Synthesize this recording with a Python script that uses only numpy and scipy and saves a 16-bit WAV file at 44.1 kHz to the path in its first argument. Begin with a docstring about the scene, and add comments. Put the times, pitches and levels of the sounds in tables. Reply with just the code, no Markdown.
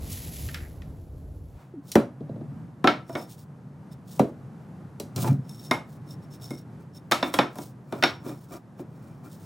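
"""Wooden sticks are laid on a bench, knocked together and slid into place as a frame is glued up.
Each contact is a short force that excites damped modes of stick and bench and the reflections of a small workshop.
A plastic glue bottle is shaken, squeezed, set down twice and pushed aside, by blows and shaped friction noise.
Fingers wiping, sliding and brushing are grainy noise under bell-shaped strokes; one low blip is a gliding sine.
A low, restless hum of filtered noise lies behind it all."""
import sys
import numpy as np
from scipy import signal
from scipy.fft import rfft, irfft, next_fast_len
from scipy.io import wavfile
from scipy.ndimage import map_coordinates

SR = 44100
rng = np.random.default_rng(int(sys.argv[2]) if len(sys.argv) > 2 else 0)


def master(y):
    """Save y as 16-bit WAV."""
    cut = np.clip(np.atleast_2d(y).T, -1, 1)
    pcm = np.round(cut * 32767)  # scale
    wavfile.write(sys.argv[1], SR, pcm.astype(np.int16))


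N = 416744
TIME = np.arange(N) / SR
SIZE = 16384  # length of an impulse response, samples
HZ = np.fft.rfftfreq(SIZE, 1 / SR)
TOP_HZ = 16000  # upper band limit

# modes of the bench top: f/Hz, relative level/dB, t60/s
BENCH = [(129.1, 19, 0.3), (195.8, 2.5, 0.19), (248.8, 11.5, 0.18), (294.4, 16.5, 0.21), (344, 14, 0.17),
         (396, 9.5, 0.15), (474, -3, .2), (568, 8, 0.11), (615, 7.5, .2), (710, 10, 0.066), (860, -1, 0.28),
         (950, 12, 0.2), (1048, 8.5, .15), (1203, 11, 0.061), (1304, 12, 0.28), (1378, 16, .15),
         (1620, 4, .14), (1745, 3, 0.36), (1900, -1.5, .12), (2356, 13, .1), (2565, -4, .1),
         (3063, 3.5, 0.15), (3400, 9, 0.066), (3980, 12, .08), (4250, 4.5, 0.24), (4760, 13.5, 0.054)]
# bending modes of a free stick: f/Hz, relative level/dB, t60/s
STICK = [(853, -10, .13), (2205, 12, .19), (3570, 10, 0.064), (3690, 14.5, 0.037), (3920, 6.5, 0.031),
         (5410, 17, 0.025), (5550, 11.5, 0.2), (6410, 11, 0.047), (7800, 12, 0.23), (9350, 15, .1),
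         (10100, 10, .12)]
# centres of the thud, knock, clack, snap and tick bands: f/Hz
BAND_HZ = [230, 650, 1550, 4300, 8500]
# stereo width of noise and reflections: f/Hz, side level relative to mid/dB
SPREAD = [(140, -22), (330, -13.5), (770, -11), (1170, -8), (1790, -7), (2740, -3), (4190, -18),
          (6410, -30.5), (10000, -37), (15000, -17.5)]


def amp(db):
    """The level law: decibels to an amplitude ratio."""
    return 10 ** (np.asarray(db) / 20)


def unit(x):
    """Normalisation to a root-mean-square value of 1."""
    return x / np.sqrt(np.mean(x ** 2) + 1e-20)


def together(parts_db):
    """Incoherent addition: the powers of simultaneous sounds sum."""
    return 10 * np.log10(np.sum(amp(parts_db) ** 2, axis=0))


def along(points, hz):
    """Interpolation of (f/Hz, value) points on a logarithmic frequency axis."""
    f, v = np.transpose(points)
    return np.interp(np.log(hz + 1), np.log(f), v)


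def curves(rows):
    """Linear interpolation in time: one curve for each column after t/s."""
    s, *cols = np.transpose(rows)
    return [np.interp(TIME, s, c) for c in cols]


def wobble(rate):
    """Slow random fluctuation: a spline through normal deviates, rate knots a second."""
    knots = rng.standard_normal(int(N * rate / SR) + 4)
    return map_coordinates(knots, [TIME * rate])


def swell(s, hold, db, drift_db, rise_db, fall_db):
    """Exponential envelope: level/dB rises until s, drifts for hold seconds, then falls; slopes in dB/s."""
    t = TIME - s
    rise = rise_db * np.minimum(t, 0)
    drift = drift_db * np.clip(t, 0, hold)
    fall = fall_db * np.maximum(t - hold, 0)
    return db + rise + drift - fall


def coloured(x, gain):
    """Linear filtering: the spectrum of x times a gain given on the HZ grid."""
    m = next_fast_len(N + 8192)
    gain = np.interp(np.fft.rfftfreq(m, 1 / SR), HZ, gain)
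    return irfft(rfft(x, m) * gain, m)[..., :N]


def stereo(pair):
    """Sum and difference: mid and side to left and right."""
    mid, side = pair
    return np.array([mid + side, mid - side])


def width(spread):
    """Stereo width: spectral gains of mid and side for (f/Hz, side level/dB) points."""
    return np.array([np.ones(len(HZ)), amp(along(spread, HZ))])


def noise(gain, grain_db=0, spread=SPREAD):
    """Filtered stereo noise of rms 1; amplitude modulation by grain_db makes it catch and slip."""
    grain = amp(grain_db * np.tanh(wobble(350)))
    drive = rng.standard_normal((2, N)) * grain
    mid_side = [coloured(d, gain * w) for d, w in zip(drive, width(spread))]
    return unit(stereo(mid_side))


def wavering(pair, depth, rate):
    """Frequency modulation by a varying playback speed, as the grip shifts."""
    position = np.cumsum(1 + depth * wobble(rate))
    return np.array([map_coordinates(ch, [position], order=5, mode="reflect") for ch in pair])


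def askew(pair, from_hz, turn_hz):
    """Path difference: off-axis treble reaches two microphone ports out of step, one phase turn per turn_hz."""
    phase = np.pi * np.maximum(np.fft.rfftfreq(N, 1 / SR) - from_hz, 0) / turn_hz
    return irfft(rfft(pair) * np.exp([-1j * phase, 1j * phase]), N)


def causal(gain):
    """Minimum phase: the folded cepstrum gives the causal response with this gain."""
    cep = irfft(np.log(np.maximum(gain, 1e-6)))
    cep[1:SIZE // 2] *= 2
    cep[SIZE // 2 + 1:] = 0
    return np.exp(rfft(cep))


def ringing(modes, damping=1):
    """Modal superposition: a sum of damped resonances; damping above 1 broadens them as a firm grip does."""
    total = 0
    for k, (hz, db, t60) in enumerate(modes):
        band = damping * np.log(1000) / (np.pi * t60)  # half-power bandwidth, Hz
        resonance = 1j * HZ * band / (hz ** 2 - HZ ** 2 + 1j * HZ * band)
        total = total + (-1) ** k * amp(db) * resonance
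    return total


def echoes(t60_points, onset):
    """Diffuse reverberation: dense reflections build up and decay, energy-normalised before the stereo width."""
    hz, t, z = signal.stft(rng.standard_normal((2, SIZE)), SR, nperseg=128)
    decay = amp(-60 * t / along(t60_points, hz)[:, None])
    tail = signal.istft(z * decay, SR, nperseg=128)[1][:, :SIZE]
    build_up = 1 - np.exp(-np.arange(SIZE) / SR / onset)
    response = rfft(tail * build_up)
    # expected energy: the integral of the squared envelope
    loss = 2 * np.log(1000) / along(t60_points, HZ)
    energy = SR * (1 / loss - 2 / (loss + 1 / onset) + 1 / (loss + 2 / onset))
    return response / np.sqrt(energy) * width(SPREAD)


def contact(band_db, modes, bass_db, lag, click_db, crack_db, near_db, room_db):
    """Impact excitation: a force spectrum drives a ringing body, nearby reflections and the room."""
    # decay of the workshop: f/Hz, t60/s
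    shop = [(100, 0.14), (400, 0.27), (1500, 0.27), (5000, 0.23), (9000, 0.23), (16000, .16)]
    thud, knock, clack, snap, tick = band_db
    low_end = [(35, thud - 36), (110, thud + bass_db)]
    high_end = [(13000, tick - 2), (16000, tick - 8)]
    force = along([*low_end, *zip(BAND_HZ, band_db), *high_end], HZ)
    # bending waves are dispersive: the bass leaves the board later than the click
    bend = np.sqrt(BAND_HZ[0] * HZ) - HZ * np.sqrt(BAND_HZ[0] / TOP_HZ) / 2
    delay = np.exp(-4j * np.pi * lag * bend)
    direct = np.array([[1], [0]]) * (amp(click_db) + modes)  # mid only
    crack = amp(crack_db) * echoes([(200, 0.02), (1500, 0.027), (8000, 0.015)], onset=0.0005)
    near = amp(near_db) * echoes([(200, 0.069), (2000, 0.073), (10000, .06)], onset=0.00087)
    room_tone = along([(300, -0.77), (2000, -3.9), (5000, -2.2), (10000, -2)], HZ)
    room = amp(room_db + room_tone) * echoes(shop, onset=0.012)
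    # the reflections carry part of the body's ring
    carried = causal(np.sqrt(0.83 + 0.29 * np.abs(modes) ** 2))
    response = direct + crack + carried * (near + room)
    sound = irfft(causal(amp(force)) * delay * response)
    fade = np.clip(np.linspace(4, -1, SIZE), 0, 1)
    return stereo(sound * fade)


def add(track, s, sound):
    """Superposition: mix a sound in at s seconds."""
    start = round(s * SR)
    track[:, start:start + SIZE] += sound[:, :N - start]


def softening(length):
    """Contact time: a blow holds little above the frequency whose half cycle lasts as long as the contact."""
    return -10 * np.log10(1 + (2 * length * np.array(BAND_HZ)) ** 4)


def sticks_and_shake():
    """Impact excitation: contacts of sticks, and light clicks of the shaken bottle, drive one set of modes."""
    # contacts of sticks: t/s, strength level/dB, contact length/s, catching edge level/dB,
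    # free stick ring level/dB, favoured mode f/Hz, favoured mode level/dB
    wood = [(2.8419, 29, 0.00075, -17, -8.5, 1360, 13.5), (2.873, 23, 0.00023, -32, -4.5, 1347, 15.5),
            (2.878, 16, 0.0011, -23.5, -14.5, 646, 8), (3.094, 6.5, 0.00092, -28.5, -10, 685, 16.5),
            (3.152, 16, 0.00056, -23, -2.5, 2247, 12), (5.493, -19, .0007, -21.5, 3.5, 5500, 10),
            (5.711, 20, 0.00035, -6.5, 1.5, 2184, 17), (6.506, 19.5, 0.0021, -19, 3, 2194, 25),
            (7.113, 15.5, 0.00025, -1.5, -12, 1470, -7), (7.119, 18, 0.00016, -0.5, -5.5, 1314, 13),
            (7.2272, 18, 0.00034, -25, 3.5, 3656, 19), (7.3394, 13, 0.00029, -2, -3, 3360, 13),
            (7.3878, 24.5, 0.00033, -11.5, -2.5, 3560, 10), (7.556, 5.5, 0.00096, -21, -12, 1027, 12),
            (7.585, 13.5, 0.0012, -18, -1, 996, 9), (7.924, 15, 0.0007, -21.5, -7, 3620, 12),
            (8.025, 15.5, 0.00022, -14.5, -3.5, 1476, 18), (8.0361, 20, 0.00016, -11.5, -3.5, 5560, 20),
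            (8.262, 15.5, 0.0015, -50, -2, 328, 12), (8.292, 10, .0012, -33, 5, 560, -5),
            (8.793, 14.5, 0.002, -43, -5, 373, 11.5)]
    # light clicks as the bottle is shaken: t/s, strength level/dB
    click_rows = [(0.4871, -5), (0.544, 2.5), (.819, -16.5)]
    # colours of a blow, of a catching edge and of a click: thud, knock, clack, snap and tick level/dB
    wood_colour = np.array([1, 1.5, -1, 0, -12.5])
    edge_colour = np.array([-31, -17, -13.5, -7, -0.5])
    click_colour = np.array([-17, -32, 2, -7, -18.5])
    track = np.zeros((2, N))
    bench, stick = ringing(BENCH), ringing(STICK)
    blows = []
    for s, db, length, edge_db, ring_db, spot_hz, spot_db in wood:
        blow_db = db + softening(length) + wood_colour
        band_db = together([blow_db, edge_db + edge_colour])
        blows.append((s, band_db, ring_db, spot_hz, spot_db))
    for s, db in click_rows:
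        blows.append((s, db + click_colour, -30, 1840, 4.5))
    for s, band_db, ring_db, spot_hz, spot_db in blows:
        # a nearly square stick bends two ways at slightly different pitches
        spot = ringing([(spot_hz, spot_db, .115), (spot_hz * .974, spot_db + 2.0, .115)])
        # every new support and grip gives the stick a few modes of its own
        loose_hz = 700 * 2 ** np.sort(rng.uniform(0, 4, size=9))
        loose = ringing([(hz, 5, .1) for hz in loose_hz])
        modes = amp(-7.5) * bench + amp(ring_db) * stick + 1j * (spot + loose)
        sound = contact(band_db, modes, bass_db=-16.0, lag=0.003005,
                        click_db=-8, crack_db=-3.5, near_db=-9.0, room_db=-3.5)
        add(track, s, sound)
    return track


def bottle():
    """Impact of a heavy body: the bottle thumps on its base, rocks to rest and judders when pushed."""
    # the bottle gripped, set down and shoved: t/s, thump of its weight level/dB,
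    # clack of its base level/dB, click of its plastic level/dB
    bottle_rows = [(1.917, -23, -22, 0), (1.9539, 39, 17, -1), (4.194, 37, 6.5, -6.5),
                   (4.999, 15.5, -14.5, -5.5), (5.161, 9.5, -17.5, -2.5), (5.244, 17, -3.5, -30),
                   (5.275, 13, -3, -11), (5.309, 12, -16, -29.5)]
    # modes of the full plastic bottle: f/Hz, relative level/dB, t60/s
    flask = [(215.6, 4.5, 0.089), (240.3, -0.5, 0.37), (406.7, 5, 0.15), (492, 2, 0.18), (565, 9, .22),
             (694, -1.5, 0.11), (1790, -12, 0.1), (4020, 12, 0.077), (5800, 13, 0.067)]
    # colours of thump, clack and click: thud, knock, clack, snap and tick level/dB
    thump_colour = [1, -8.5, -42, -47, -84]
    clack_colour = [-5, 6, 2, -17, -30]
    click_colour = [-9, -43, -19.5, 0.5, -2.5]
    track = np.zeros((2, N))
    modes = amp(-15.5) * ringing(BENCH) + amp(-2.5) * ringing(flask)
    colours = np.array([thump_colour, clack_colour, click_colour])
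    blows = [(s, together(colours + np.array(levels)[:, None])) for s, *levels in bottle_rows]
    rocks = [(s, db + colours[0]) for s, db in rocking(count=4)]
    for s, band_db in blows + rocks:
        sound = contact(band_db, modes, bass_db=-10.5, lag=0.0057,
                        click_db=-10.5, crack_db=-6.5, near_db=-6.0, room_db=-8)
        add(track, s, sound)
    return track


def rocking(count):
    """Energy loss in rocking: after its first landing the bottle rocks ever faster and softer (t/s, thump/dB)."""
    start_s, first_gap_s, shrink = 2.205, .087, .76
    first_db, loss_db = 12.5, .6
    k = np.arange(count)
    gaps = first_gap_s * shrink ** k
    return zip(start_s + np.cumsum(gaps) - gaps, first_db - loss_db * k)


def grinding():
    """Stick-slip friction: the bottle's base grinds as it settles or slides and excites low modes."""
    # grinds: t/s, hold/s, level/dB, change during the hold/(dB/s)
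    grind_rows = [(2.23, .42, -38, -1.5), (5.164, 0.16, -31.5, 54.5)]
    # modes that are shaken: f/Hz, relative level/dB, t60/s
    grind_modes = [(110, -6.5, 0.1), (144, 3, .14), (233, -11, 0.033), (278, -10, 0.13)]
    level = sum(amp(swell(*row, rise_db=1200, fall_db=145)) for row in grind_rows)
    tone = amp(along([(40, -10.5), (100, 0), (1000, 2.5), (3000, -19.5)], HZ))
    return level * noise(np.abs(ringing(grind_modes)) * tone, grain_db=10)


def scuffing():
    """Resonant friction: short grainy bursts in one resonance of the plastic."""
    # a squelch after the shake, then a chatter as the bottle slides: t/s, standard deviation of the burst/s,
    # f/Hz, level/dB, t60 of the resonance before it is squared/s
    scuff_rows = [(0.613, 0.05, 1800, -50.5, 0.0037), (5.25, .005, 950, -28, .02),
                  (5.281, 0.0087, 892, -27, 0.025)]
    total = 0
    for s, spread_s, hz, db, t60 in scuff_rows:
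        burst = np.exp(-np.minimum(((TIME - s) / spread_s) ** 2 / 2, 50))
        resonance = np.abs(ringing([(hz, 0, t60)])) ** 2
        total = total + amp(db) * burst * noise(resonance, grain_db=9.5)
    return total


def rubbing():
    """Friction noise: grainy rubbing hisses on skin, sings in the gripped stick and rumbles in the bench."""
    # a finger wipes glue along the held stick: t/s, half length/s, level before the mix/dB
    wipe_rows = [(3.12, .025, -58.5), (3.205, .035, -54.5), (3.93, 0.011, -59.5), (5.55, 0.05, -58),
                 (5.65, 0.038, -53), (6.109, 0.021, -54.5), (6.242, 0.012, -66), (6.343, .02, -57.5),
                 (6.444, 0.024, -51.5), (6.52, 0.035, -57), (6.586, 0.019, -57.5), (6.967, 0.016, -59)]
    # a stick or the bottle slides over the bench: t/s, half length/s, level before the mix/dB
    slide_rows = [(3.18, 0.05, -59.5), (5.187, 0.014, -45.5), (5.268, 0.036, -45.5), (7.267, .035, -50),
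                  (7.368, 0.027, -49.5), (8.02, 0.072, -57), (8.294, 0.041, -54.5), (8.546, 0.023, -51),
                  (8.802, .016, -60.5), (9.06, .09, -68.5), (9.262, 0.018, -59)]
    # the hand brushes bottle or wood as its grip shifts: t/s, half length/s, level before the mix/dB
    brush_rows = [(.125, 0.015, -42), (.292, 0.013, -61), (1.907, .03, -53.5), (3.32, .025, -53),
                  (3.404, 0.026, -59), (4.138, 0.037, -51), (5.184, 0.011, -39), (5.222, .016, -36.5),
                  (5.268, 0.016, -43), (5.928, 0.03, -60.5), (7.62, 0.045, -49), (8.423, 0.065, -64),
                  (9.326, .017, -52.5), (9.43, .06, -62)]
    # mixes of the three: skin hiss, stick ring and bench rumble level/dB
    wipe_mix = [0.5, 1, -1.5]
    slide_mix = [1.5, -10.5, 14.5]
    brush_mix = [1, -13.5, -15]
    # spectrum of the skin hiss: f/Hz, relative level/dB
    skin_points = [(300, -8.5), (1500, -19), (3500, -0.5), (6000, 0), (9000, 0.5), (12000, -5), (16000, 2)]
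    # spectrum that scrapes the bench: f/Hz, relative level/dB
    scrape_points = [(60, -16.5), (140, -6.5), (330, -8.5), (700, -13.5), (1200, -19), (2500, -26.5),
                     (6000, -58)]
    power = strokes(wipe_rows, wipe_mix)
    power = power + strokes([*slide_rows, *fidgets(count=10)], slide_mix)
    power = power + strokes(brush_rows, brush_mix)
    hiss, ring, drag = np.sqrt(power)
    skin = amp(along(skin_points, HZ))
    gripped = np.abs(ringing(STICK, damping=1.8)) ** 1.35
    stick_tone = [(800, -26.0), (2200, -13), (3700, -2), (5400, 3.5), (7000, -4.5), (11000, 0.5)]
    stick = gripped * amp(along(stick_tone, HZ))
    bench = amp(along(scrape_points, HZ)) * (0.63 + np.abs(ringing(BENCH)))
    # the fingertip presses unevenly along each stroke
    pressure = amp(3.5 * np.tanh(wobble(60)))
    hissing = hiss * noise(skin, grain_db=3.0)
    singing = ring * wavering(noise(stick, grain_db=8.5), depth=.008, rate=14)
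    rumbling = drag * noise(bench, grain_db=3.5)
    return pressure * (hissing + singing) + rumbling


def strokes(rows, mix_db):
    """Gaussian envelopes: summed power of hiss, ring and rumble; power falls to 1/e at the half length."""
    power = 0
    for s, half, db in rows:
        power = power + amp(2 * db) * np.exp(-np.minimum(((TIME - s) / half) ** 2, 50))
    return amp(mix_db)[:, None] ** 2 * power


def fidgets(count):
    """Random events: faint, short slips of the fingers, uniformly scattered in time and level."""
    from_s, half_s, mean_db, scatter_db = 3.4, .014, -72, 3
    rows = []
    for when, force in rng.random((count, 2)):
        s = from_s + when * (N / SR - from_s)
        rows.append((s, half_s, mean_db + scatter_db * (2 * force - 1)))
    return rows


def squeezing():
    """Shaped noise: a wide rustle over an easing rumble as the bottle is squeezed, then a soft brush as it lifts."""
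    # spectrum of the rumble: f/Hz, relative level/dB
    rumble_points = [(13, -65), (22, -10.5), (74, 12), (162, -0.5), (193, -13.5), (270, -6), (334, -11.5),
                     (631, -18), (867, -28), (1500, -74), (1950, -86), (3300, -120)]
    # spectrum of the rustle: f/Hz, relative level/dB
    rustle_points = [(600, -45), (1900, 3), (3000, 5), (6000, 4.5), (8000, 6), (10200, 8), (12200, 11),
                     (14300, 7.5), (16000, -3)]
    # stereo width of the rustle: f/Hz, side level relative to mid/dB
    rustle_spread = [(500, -18), (2000, -62), (5000, -59)]
    held = np.interp(TIME, [1.56, 1.61], [1, 0])
    rumble_db = -36.5 - 3 * TIME + wobble(14.4)
    rumble = amp(rumble_db) * noise(amp(along(rumble_points, HZ)))
    # the rustle rises, holds and fades to a faint hiss
    rustle_db = swell(0.12, 0.36, db=-42, drift_db=-9.5, rise_db=96, fall_db=67)
    rustle_db = np.maximum(rustle_db, -62.5 - 5.5 * TIME)
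    rustle_noise = noise(amp(along(rustle_points, HZ)), grain_db=2.5, spread=rustle_spread)
    rustle = amp(rustle_db + wobble(28.8)) * rustle_noise
    lift_tone = [(300, -2), (900, 2.5), (1700, -8), (4000, -18.0), (15000, -25.5)]
    lift_level = amp(-55.0) * np.exp(-np.abs(TIME - 1.61) / 0.069)
    lift = lift_level * noise(amp(along(lift_tone, HZ)))
    return held * (rumble + askew(rustle, from_hz=6950, turn_hz=4150)) + lift


def blip():
    """Frequency modulation of a sine: a low blip that sinks in pitch and swells twice."""
    # t/s, f/Hz, level/dB
    hz, db = curves([(1.73, 383, -83), (1.741, 362, -33.5), (1.757, 322, -44), (1.78, 269, -33),
                     (1.8, 290, -39), (1.85, 278, -72), (1.9, 278, -140)])
    sounding = (TIME > 1.73) & (TIME < 1.9)
    phase = 2 * np.pi * np.cumsum(hz) / SR
    return sounding * amp(db) * np.sin(phase)


def workshop():
    """Stationary noise made restless: a low hum with faint hiss whose level wanders."""
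    # mean hum level: t/s, level/dB
    hum_rows = [(0, -41), (1.55, -53.5), (1.92, -45), (2.3, -42.5), (3.4, -45.5), (4.4, -42.5),
                (5.6, -41.5), (8.2, -45.5), (9.45, -42.5)]
    # spectrum of the hum: f/Hz, relative level/dB
    hum_colour = [(20, -72), (30, -53.5), (68, -15.5), (135, 5.5), (259, -7.5), (384, -15), (632, -20),
                  (800, -20.5), (1500, -29), (2480, -40), (3310, -44.5), (8740, -49.5), (13700, -53.5),
                  (15500, -75)]
    hum_db, = curves(hum_rows)
    return amp(hum_db + .9 * wobble(7.7)) * noise(amp(along(hum_colour, HZ)))


def scene():
    """Superposition of everything on and around the bench."""
    impacts = sticks_and_shake() + bottle()
    friction = grinding() + scuffing() + rubbing()
    return impacts + friction + squeezing() + blip() + workshop()


def record(dry):
    """Soft saturation and band limitation: the highest peaks are rounded, nothing above TOP_HZ is kept."""
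    rounded = dry / (1 + np.abs(dry / .85) ** 6) ** (1 / 6)
    return coloured(rounded, 1.0 * (HZ < TOP_HZ))


dry = scene()
out = record(dry)
master(out)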